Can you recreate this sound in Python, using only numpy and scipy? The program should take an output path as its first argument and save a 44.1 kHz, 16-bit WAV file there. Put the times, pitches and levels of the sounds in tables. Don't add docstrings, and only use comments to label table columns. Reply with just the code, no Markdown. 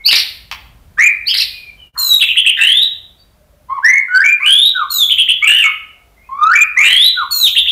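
import sys
import numpy as np
from scipy import signal
from scipy.fft import rfft, irfft
from scipy.io import wavfile
from scipy.ndimage import uniform_filter1d

SR = 44100
rng = np.random.default_rng(int(sys.argv[2]) if len(sys.argv) > 2 else 0)


def file_out(sig):
    cols = np.atleast_2d(sig).T
    lim = np.clip(cols, -1, 1)
    pcm = np.round(lim * 32767).astype(np.int16)
    wavfile.write(sys.argv[1], SR, pcm)


N = 340011
TIME = np.arange(N) / SR


def undb(db):
    return 10 ** (np.asarray(db) / 20)


def add(out, start, sound):
    i = max(int(start * SR), 0)
    out[i:i + len(sound)] += sound[:max(N - i, 0)]


def clock(length):
    return TIME[:max(int(length * SR), 256)]


def wander(count, rate_hz):
    x = np.arange(count) * rate_hz / SR
    return np.interp(x, np.arange(2048), rng.standard_normal(2048))


def noise(count, colour):
    hz, db = np.transpose(colour)
    f = np.maximum(np.fft.rfftfreq(count, 1 / SR), 1)
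    gain = undb(np.interp(np.log(f), np.log(hz), db))
    x = irfft(rfft(rng.standard_normal(count)) * gain, count)
    return x / x.std()


# (frequency [Hz], relative level [dB])
HISS_COLOUR = [(120, -31), (200, -4.5), (339, -8), (385, -7), (479, -7.5), (641, -6), (974, -11),
               (1300, -11.5), (2170, -16), (7090, -23), (15500, -21)]
# (frequency [Hz], relative level [dB])
RUMBLE_SPECTRUM = [(15, -24.5), (30, -8.5), (55, 1), (100, -8.5), (170, -13.5), (300, -27.5), (1000, -64.5)]
# (time [s], level [dB rms])
RUMBLE_LEVEL = [(0.0, -44), (0.06, -47.5), (0.9, -38), (1.07, -45), (3.73, -46), (3.99, -61), (5.17, -43),
                (5.6, -50.5), (7.7, -43)]
# (frequency [Hz], level before the hum trim [dB rms])
HUM_TONES = [(53.8, -52.5)]
HISS_DB = -50.5


def background(hum_trim_db=-5):
    hiss = noise(N, HISS_COLOUR) * undb(HISS_DB + 0.72 * wander(N, 4.5))
    rumble = noise(N, RUMBLE_SPECTRUM) * undb(np.interp(TIME, *np.transpose(RUMBLE_LEVEL)))
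    out = hiss + rumble
    for hz, db in HUM_TONES:
        level = db + hum_trim_db + 2 * wander(N, 1.2)
        out += np.sqrt(2) * undb(level) * np.sin(2 * np.pi * hz * TIME)
    return out


def labium(hz, db, jitter, shimmer_db, flutter_hz):
    n = len(hz)
    phase = 2 * np.pi * np.cumsum(hz * (1 + jitter * wander(n, flutter_hz))) / SR
    edge = np.minimum(np.arange(n), np.arange(n)[::-1]) / (0.00093 * SR)
    return phase, undb(db + shimmer_db * wander(n, flutter_hz)) * np.minimum(edge, 1)


def faint_tones(notes, jitter, shimmer_db, flutter_hz, edge_db):
    out = np.zeros(N)
    for s, length, from_hz, to_hz, db in notes:
        along = np.linspace(-1, 1, len(clock(length)))
        hz = np.linspace(from_hz, to_hz, len(along))
        phase, swing = labium(hz, db + edge_db * along ** 2, jitter, shimmer_db, flutter_hz)
        add(out, s, swing * np.sin(phase))
    return out


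# (start [s], length [s], from [Hz], to [Hz], level at the middle [dB])
QUIET_TONES = [(0, 0.032, 2147, 2180, -33.5), (1.45, 0.19, 2476, 2437, -31), (1.61, .12, 2412, 2363, -34),
               (1.775, .11, 3098, 2820, -37), (3.18, 0.081, 4560, 4680, -47.5),
               (6.165, 0.091, 2063, 2196, -45), (6.225, .06, 2390, 2570, -47)]


def quiet_tones():
    return faint_tones(QUIET_TONES, jitter=0.006, shimmer_db=4.5, flutter_hz=253, edge_db=-9.5)


SCOOP_S, BEND_S = .033, .02


def glide(t, from_hz, to_hz, scoop, bend):
    line = np.linspace(from_hz, to_hz, len(t))
    return line * (1 - scoop * np.exp(-t / SCOOP_S)) * (1 + bend * np.exp((t - t[-1]) / BEND_S))


ONSET_DB, RELEASE_DB, RELEASE_S = -23, -12.5, 0.011


def envelope(t, attack_s, db, change_db, opening_db=-15, opening_s=0.0021):
    attack = ONSET_DB * (1 - np.minimum(t / attack_s, 1) ** 2) + opening_db * np.exp(-t / opening_s)
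    release = RELEASE_DB * np.maximum(1 - (t[-1] - t) / RELEASE_S, 0)
    return db + attack + np.interp(t, [attack_s, t[-1]], [0, change_db]) + release


# (frequency [Hz], relative level [dB])
AIR_COLOUR = [(500, -35.5), (1500, -5.5), (3500, -4), (6000, -4), (9000, 4.5), (12000, 7), (15500, -27)]


def air(tone, rough, db=-14, opening_hz=4500):
    high = signal.sosfilt(signal.butter(4, opening_hz, "high", fs=SR, output="sos"), tone)
    strength = uniform_filter1d(np.abs(high), size=48)
    return undb(db) * strength * rough * noise(len(tone), AIR_COLOUR)


# (frequency [Hz], relative level [dB])
BEAK_RESPONSE = [(1500, -25.5), (3200, -41.5), (5500, -50), (7500, -43), (10000, -46), (11500, -41.5),
                 (13300, -35.5), (15500, -39.5), (19000, -101)]


def whistle(hz, db, rough, jitter, shimmer_db, flutter_hz, buzz_hz=185, buzz_depth=0.11, scatter=.025,
            throb_hz=48, throb_db=6, bright_db=9, gape_db=9):
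    n, rough = len(hz), np.clip(rough, 0, 1)

    def unsteady_sine(rate):
        return np.sin(2 * np.pi * np.cumsum(rate * (1 + .15 * wander(n, rate / 2))) / SR)

    buzz = unsteady_sine(buzz_hz)
    throb = unsteady_sine(throb_hz) * np.minimum(np.arange(n) / (0.08 * SR), 1)
    gape = np.clip((hz - 3700) / 700, 0, 1)
    hz = hz * (1 + rough * (buzz_depth * buzz + scatter * wander(n, 1200)))
    level = db + rough * (1.5 * buzz + throb_db * throb)
    phase, swing = labium(hz, level, jitter, shimmer_db, flutter_hz)
    overtones = np.zeros(n)
    for k in range(2, 6):
        passed = undb(np.interp(k * hz, *np.transpose(BEAK_RESPONSE)))
        overtones += passed * np.sin(k * phase) * 2 / k
    overtone_gain = undb(4.0 + bright_db * rough + gape_db * gape)
    tone = swing * (np.sin(phase) + overtone_gain * overtones)
    return tone + air(tone, rough)


# (start [s], length [s], glide from [Hz], glide to [Hz], scoop [share of pitch],
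# bend [share of pitch], attack [s], level [dB], change after the attack [dB], roughness [0-1])
WHISTLE_NOTES = [ (.04, .065, 3700, 5930, 0, -0.12, .023, 2, -21, 0.2),
                 (0.053, .064, 2350, 3833, 0.0032, -0.37, 0.04, -1.5, -8.5, 0.45),
                 (1.255, 0.06, 3755, 6047, 0.0058, -0.15, .019, -5, -8, 0.2),
                 (1.276, .057, 2730, 4670, 0.017, -0.51, 0.0092, -11.5, 4.5, 0.54),
                 (3.683, 0.11, 992, 1279, 0, -0.34, 0.017, -12.5, 0, .15),
                 (3.824, .192, 2008, 2297, 0.3, -0.08, .024, 4, -13.5, 0),
                 (4.08, 0.15, 1451, 1535, 0.0017, 0.27, 0.074, 4, -4, .12),
                 (4.235, .084, 2314, 2495, .05, -.04, 0.0065, -1, 2, 0.07),
                 (4.736, 0.11, 1785, 1062, 0.14, -0.039, 0.023, -8.5, -1.5, 0),
                 (6.289, 0.26, 1034, 1390, 0.015, 0.52, 0.16, 1.5, 0.5, .14),
                 (6.545, 0.095, 2465, 2472, 0.094, -0.012, 0.0094, 1.5, -2.5, 0.19),
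                 (7.154, .092, 1840, 1047, 0.2, -.12, .026, -5.5, -8, 0)]
PULSE_HZ = 44.3


def whistles(stutter_db=9, slow_attack_s=0.065):
    out = np.zeros(N)
    for s, length, from_hz, to_hz, scoop, bend, attack_s, db, change_db, rough in WHISTLE_NOTES:
        t = clock(length)
        hz = glide(t, from_hz, to_hz, scoop, bend)
        level = envelope(t, attack_s, db, change_db)
        gaps = np.sin(np.pi * PULSE_HZ * np.maximum(t - attack_s - 1 / PULSE_HZ, 0)) ** 2
        level = level - stutter_db * min(attack_s / slow_attack_s, 1) ** 2 * gaps
        add(out, s, whistle(hz, level, rough, jitter=.004, shimmer_db=2.64, flutter_hz=297.4))
    return out


def contour(rows):
    s, *columns = np.transpose(rows)
    s = np.sort(s)
    t = s[0] + np.arange(max(int((s[-1] - s[0]) * SR), 256)) / SR
    return [uniform_filter1d(np.interp(t, s, c), size=90, mode="nearest") for c in columns]


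# (time of the crest [s], length [s], foot [Hz], crest [Hz], level on the falling flank [dB])
RASP_STROKES = [(0.122, 0.034, 2400, 5400, 1.5), (0.161, 0.027, 2502, 5860, 2),
                (0.193, 0.036, 2366, 5885, -2), (1.347, 0.022, 2775, 5190, -1.5),
                (1.379, 0.034, 2820, 5770, -3.5), (1.412, 0.039, 2772, 5744, -2)]


def rasps(lower_ratio=.55, lower_db=-15, foot_db=-24, crest_db=-10, rough=0.94):
    out = np.zeros(N)
    for s, length, foot, crest, db in RASP_STROKES:
        flank = (foot + crest) / 2
        times = s + length * np.linspace(-.5, .5, num=5)
        pitches = [foot, flank, crest, flank, foot]
        levels = db + np.array([foot_db, -2, crest_db, 0, foot_db])
        hz, level = contour(np.column_stack([times, pitches, levels]))
        upper = whistle(hz, level, rough, jitter=0.0032, shimmer_db=0.5, flutter_hz=1006.6,
                        buzz_depth=0.011, scatter=0.0073, gape_db=5.5)
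        lower = whistle(lower_ratio * hz, level + lower_db, rough,
                        jitter=.04, shimmer_db=8.5, flutter_hz=990)
        add(out, times[0], upper + lower)
    return out


# (time [s], starting level before the bass cut [dB])
PERCH_TAPS = [(0.514, -11.5), (.524, -15.5)]
# (frequency [Hz], relative level [dB])
TAP_SPECTRUM = [(360, -53), (620, -12.5), (963, -4.5), (2650, -5), (2910, -1), (3700, -12.5), (5520, -8.5),
                (6560, -39), (12600, -26.5), (15000, -26)]


def taps(decay_s=0.0037, lowest_hz=620):
    out, t = np.zeros(N), TIME[:2048]
    for s, db in PERCH_TAPS:
        add(out, s, undb(db) * np.exp(-t / decay_s) * noise(len(t), TAP_SPECTRUM))
    return signal.sosfilt(signal.butter(5, lowest_hz, "high", fs=SR, output="sos"), out)


# (start [s], length [s], glide from [Hz], glide to [Hz], scoop [share of pitch], bend [share of pitch],
# attack [s], level [dB], change after the attack [dB], roughness [0-1], hoarse for [s],
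# side tone pitch [ratio], side tone level [dB])
HOARSE_GLIDES = [ (0.972, .121, 1859, 2899, .19, -.27, .018, 0.5, -1.5, .9, .06, .67, -24.5),
                 (2.564, 0.29, 2344, 4026, -0.1, -0.047, 0.043, -4.5, 1, 0.79, 0.13, 0.67, -12.5),
                 (4.396, 0.059, 2107, 2592, 0.07, 0, 0.0053, -15.5, 15.5, 0.37, 0.12, .51, -25),
                 (4.454, 0.24, 2966, 3924, 0.052, 0, 0.0077, 0, -3, 0.48, 0.075, .52, -19.5),
                 (5.414, 0.061, 2741, 2543, 0.29, -0.011, 0.014, -2, -3, 0.42, 0.093, 0.55, -23.5),
                 (5.468, 0.17, 2820, 3079, 0.043, -0.29, 0.0052, -1, -2.5, 0.58, 0.14, 0.61, -16),
                 (5.634, 0.088, 2116, 2143, -0.088, 0.0019, 0.0068, -2.5, -20, 0.41, 0.17, .585, -16),
                 (6.759, 0.089, 2373, 2526, 0.28, -0.009, 0.015, 1, -2.5, 0.54, 0.15, 0.55, -22.5),
                 (6.834, 0.19, 2731, 3480, 0.065, 0, 0.0057, -4.5, 3.5, 0.69, 0.13, 0.66, -12),
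                 (7.007, 0.085, 3416, 4357, 0, -0.11, 0.0047, -2, 1.5, 0.25, 0.018, 0.74, -28)]
CLEARING_S, FIRST_PULSE_S = 0.024, 0.009


def hoarse_notes(clear_rough=0.11, side_attack_s=.011, side_octave_db=-10, pulse_depth=.55, side_follow=.6):
    out = np.zeros(N)
    for (s, length, from_hz, to_hz, scoop, bend, attack_s, db, change_db,
         rough, hoarse_s, ratio, side_db) in HOARSE_GLIDES:
        t = clock(length)
        hz = glide(t, from_hz, to_hz, scoop, bend)
        level = envelope(t, attack_s, db, change_db)
        pulse = 1 + pulse_depth * np.cos(2 * np.pi * PULSE_HZ * (t - FIRST_PULSE_S))
        hoarse = pulse * (1 - np.tanh((t - hoarse_s) / CLEARING_S)) / 2
        main_rough = clear_rough + (rough - clear_rough) * hoarse
        main = whistle(hz, level, main_rough, jitter=0.0054, shimmer_db=2.93, flutter_hz=300,
                       buzz_depth=0.052, scatter=.02, throb_db=6, bright_db=10.5)
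        side_level = envelope(t, side_attack_s, side_db, 0)
        centre = np.average(hz, weights=np.abs(hoarse))
        side_hz = ratio * centre * (hz / centre) ** side_follow
        side = whistle(side_hz, side_level, rough, jitter=.016, shimmer_db=3.5, flutter_hz=394,
                       scatter=.02, throb_db=3)
        octave = whistle(2 * side_hz, side_level + side_octave_db, rough, jitter=.008, shimmer_db=7.5,
                         flutter_hz=409, buzz_depth=.02, scatter=.01)
        add(out, s, main + hoarse * (side + octave))
    return out


def low_ring(start=1.945, swell_s=0.021, decay_s=0.11, db=-23):
    t = np.maximum(TIME - start, 0)
    # (frequency [Hz], relative level [dB])
    colour = [(500, -55.5), (850, -20.5), (1100, -4.0), (1400, -9.5), (1800, -17.0), (3000, -56.5)]
    return undb(db) * np.minimum(t / swell_s, 1) ** 2 * np.exp(-t / decay_s) * noise(N, colour)


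SLUR_HIGH_HZ, SLUR_SAG_HZ, SLUR_FALL_HZ, SLUR_HIGH_DB = 7120, 406, 1550, -17


def slur_voices(length, from_hz, to_hz, bend, db, peak_s, fall_s, attack_s=0.0077, push_db=14,
                push_s=0.026, fall_power=5.2, fade_db=-20, scoop=0.029, scoop_s=0.016):
    t = clock(length)
    low_hz = glide(t, from_hz, to_hz, 0, bend)
    low_db = envelope(t, attack_s, db, 0) + push_db * np.exp(-((t - peak_s) / push_s) ** 2)
    fall = (t / fall_s) ** fall_power
    high_hz = SLUR_HIGH_HZ - SLUR_SAG_HZ * t / fall_s - SLUR_FALL_HZ * np.minimum(fall, 1.2)
    high_hz = high_hz * (1 - scoop * np.exp(-t / scoop_s))
    high_db = envelope(t, 2.34 * attack_s, SLUR_HIGH_DB, 0) + fade_db * fall
    return low_hz, low_db, high_hz, high_db


# (start [s], length [s], low voice from [Hz], to [Hz], bend [share of pitch],
# low voice level before its push [dB], push peaks after [s], high voice falls over [s])
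SLUR_NOTES = [(1.972, .188, 4289, 3766, 0.001, -10.5, .162, 0.18),
              (4.897, 0.15, 4344, 3403, -0.035, -12.5, 0.13, 0.12),
              (7.303, .183, 4416, 3867, -0.41, -11, 0.146, .165)]


def slurs(low_octave_db=-10, high_octave_db=2, sum_db=-16, difference_db=-24, between_db=-16, rough=0.74):
    out = np.zeros(N)
    for s, *gesture in SLUR_NOTES:
        low_hz, low_db, high_hz, high_db = slur_voices(*gesture)
        a, low = labium(low_hz, low_db, jitter=0.0061, shimmer_db=3.5, flutter_hz=294.8)
        b, high = labium(high_hz, high_db, jitter=0.003, shimmer_db=1.2, flutter_hz=307)
        low_octave = undb(low_octave_db) * np.minimum(low, .25) * np.sin(2 * a)
        high_octave = undb(high_octave_db) * high * np.sin(2 * b)
        mixed = undb(sum_db) * (np.sin(a + b) + np.sin(2 * a + b))
        mixed += undb(difference_db) * np.sin(b - a) + undb(between_db) * np.sin(3 * a - b)
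        tone = low * np.sin(a) + high * (np.sin(b) + mixed) + low_octave + high_octave
        add(out, s, tone + air(tone, np.linspace(0, rough, len(tone))))
    return out


# (start [s], length [s], from [Hz], to [Hz], level [dB])
CLICK_NOTES = [(2.196, .039, 3752, 2746, -0.5), (2.275, 0.049, 2750, 3015, -7),
               (2.357, 0.053, 2894, 3350, -0.5), (2.451, 0.058, 2802, 3063, -1),
               (5.094, 0.041, 3370, 3276, -2), (5.173, 0.06, 2980, 3276, -1.5),
               (5.276, 0.052, 2840, 3410, -3), (7.552, 0.055, 2760, 3908, -1),
               (7.66, 0.06, 2900, 3730, -6.5)]
WARBLE_HZ, WARBLE_DEPTH, FIRST_CREST_S, WARBLE_DECAY_S = 76, 0.19, 0.01049, 0.035


def clicks(scoop=.42, droop=0.294, edge_s=.0038, attack_s=0.014, crest_db=-0.5, closing_db=-15, rough=0.051):
    out = np.zeros(N)
    for s, length, from_hz, to_hz, db in CLICK_NOTES:
        t = clock(length)
        swing = np.cos(2 * np.pi * WARBLE_HZ * (t - FIRST_CREST_S))
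        opening, closing = np.exp(-t / edge_s), np.exp((t - t[-1]) / edge_s)
        warble = 1 + WARBLE_DEPTH * np.exp(-t / WARBLE_DECAY_S) * swing
        hz = np.linspace(from_hz, to_hz, len(t)) * warble * (1 - scoop * opening - droop * closing)
        onset = ONSET_DB * np.maximum(1 - t / attack_s, 0)
        level = db + crest_db * swing + onset + closing_db * closing
        add(out, s, whistle(hz, level, rough, jitter=0.0045, shimmer_db=4.0, flutter_hz=619.0))
    return out


# (start [s], length [s], from [Hz], to [Hz], level at the middle [dB])
WHINE_NOTES = [(2.7, 0.6, 735, 636, -61.5), (3.35, .37, 615, 577, -53), (5.9, .35, 715, 677, -57)]


def far_whine():
    return faint_tones(WHINE_NOTES, jitter=0.03, shimmer_db=6.5, flutter_hz=90, edge_db=-7)


# (delay [s], level [dB])
NEAR_ECHOES = [(.0031, -19), (.0074, -12.5), (0.0131, -7), (0.0206, -11.5), (.033, -12)]
# (frequency [Hz], time to fall 60 dB [s], relative level [dB])
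ROOM_RING = [(696, 0.6, -3), (1500, 0.57, -5.5), (3240, 0.49, -1.5), (5360, 0.46, -11), (8200, 0.57, -7.5),
             (14000, 0.6, -1)]


def room(x, build_s=0.0048):
    t = TIME[:SR]
    hz, t60, db = np.transpose(ROOM_RING)
    f, white = np.fft.rfftfreq(SR, 1 / SR), rfft(rng.standard_normal(SR))
    response = np.zeros(SR)
    for share, ring, gain in zip(np.eye(len(hz)), t60, undb(db)):
        fade = np.minimum(t / build_s, 1) * np.exp(-np.log(1000) * t / ring)
        band = irfft(white * np.interp(f, hz, share), SR)
        response += gain * band * fade / np.linalg.norm(fade)
    response[0] += 1
    for delay, echo_db in NEAR_ECHOES:
        response[int(delay * SR)] += undb(echo_db)
    return signal.fftconvolve(x, response)[:N]


# (time [s], level [dB])
LEVEL_DIP = [(1.87, -5), (1.90, -16), (1.925, -35), (1.945, -6)]


def scene():
    voice = quiet_tones() + whistles() + rasps() + hoarse_notes() + slurs() + clicks()
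    sound = background() + undb(1.5) * room(voice + taps()) + low_ring() + far_whine()
    return (sound * undb(np.interp(TIME, *np.transpose(LEVEL_DIP))))[None]


TOP_HZ = 15500


def record(dry, ceiling=0.71, knee=9):
    x = signal.resample_poly(dry, 2, 1, axis=-1)
    x = x / (1 + np.abs(x / ceiling) ** knee) ** (1 / knee)
    x = signal.resample_poly(x, 1, 2, axis=-1)
    return signal.sosfilt(signal.ellip(10, .1, 80, TOP_HZ, fs=SR, output="sos"), x)


dry = scene()
out = record(dry)
file_out(out)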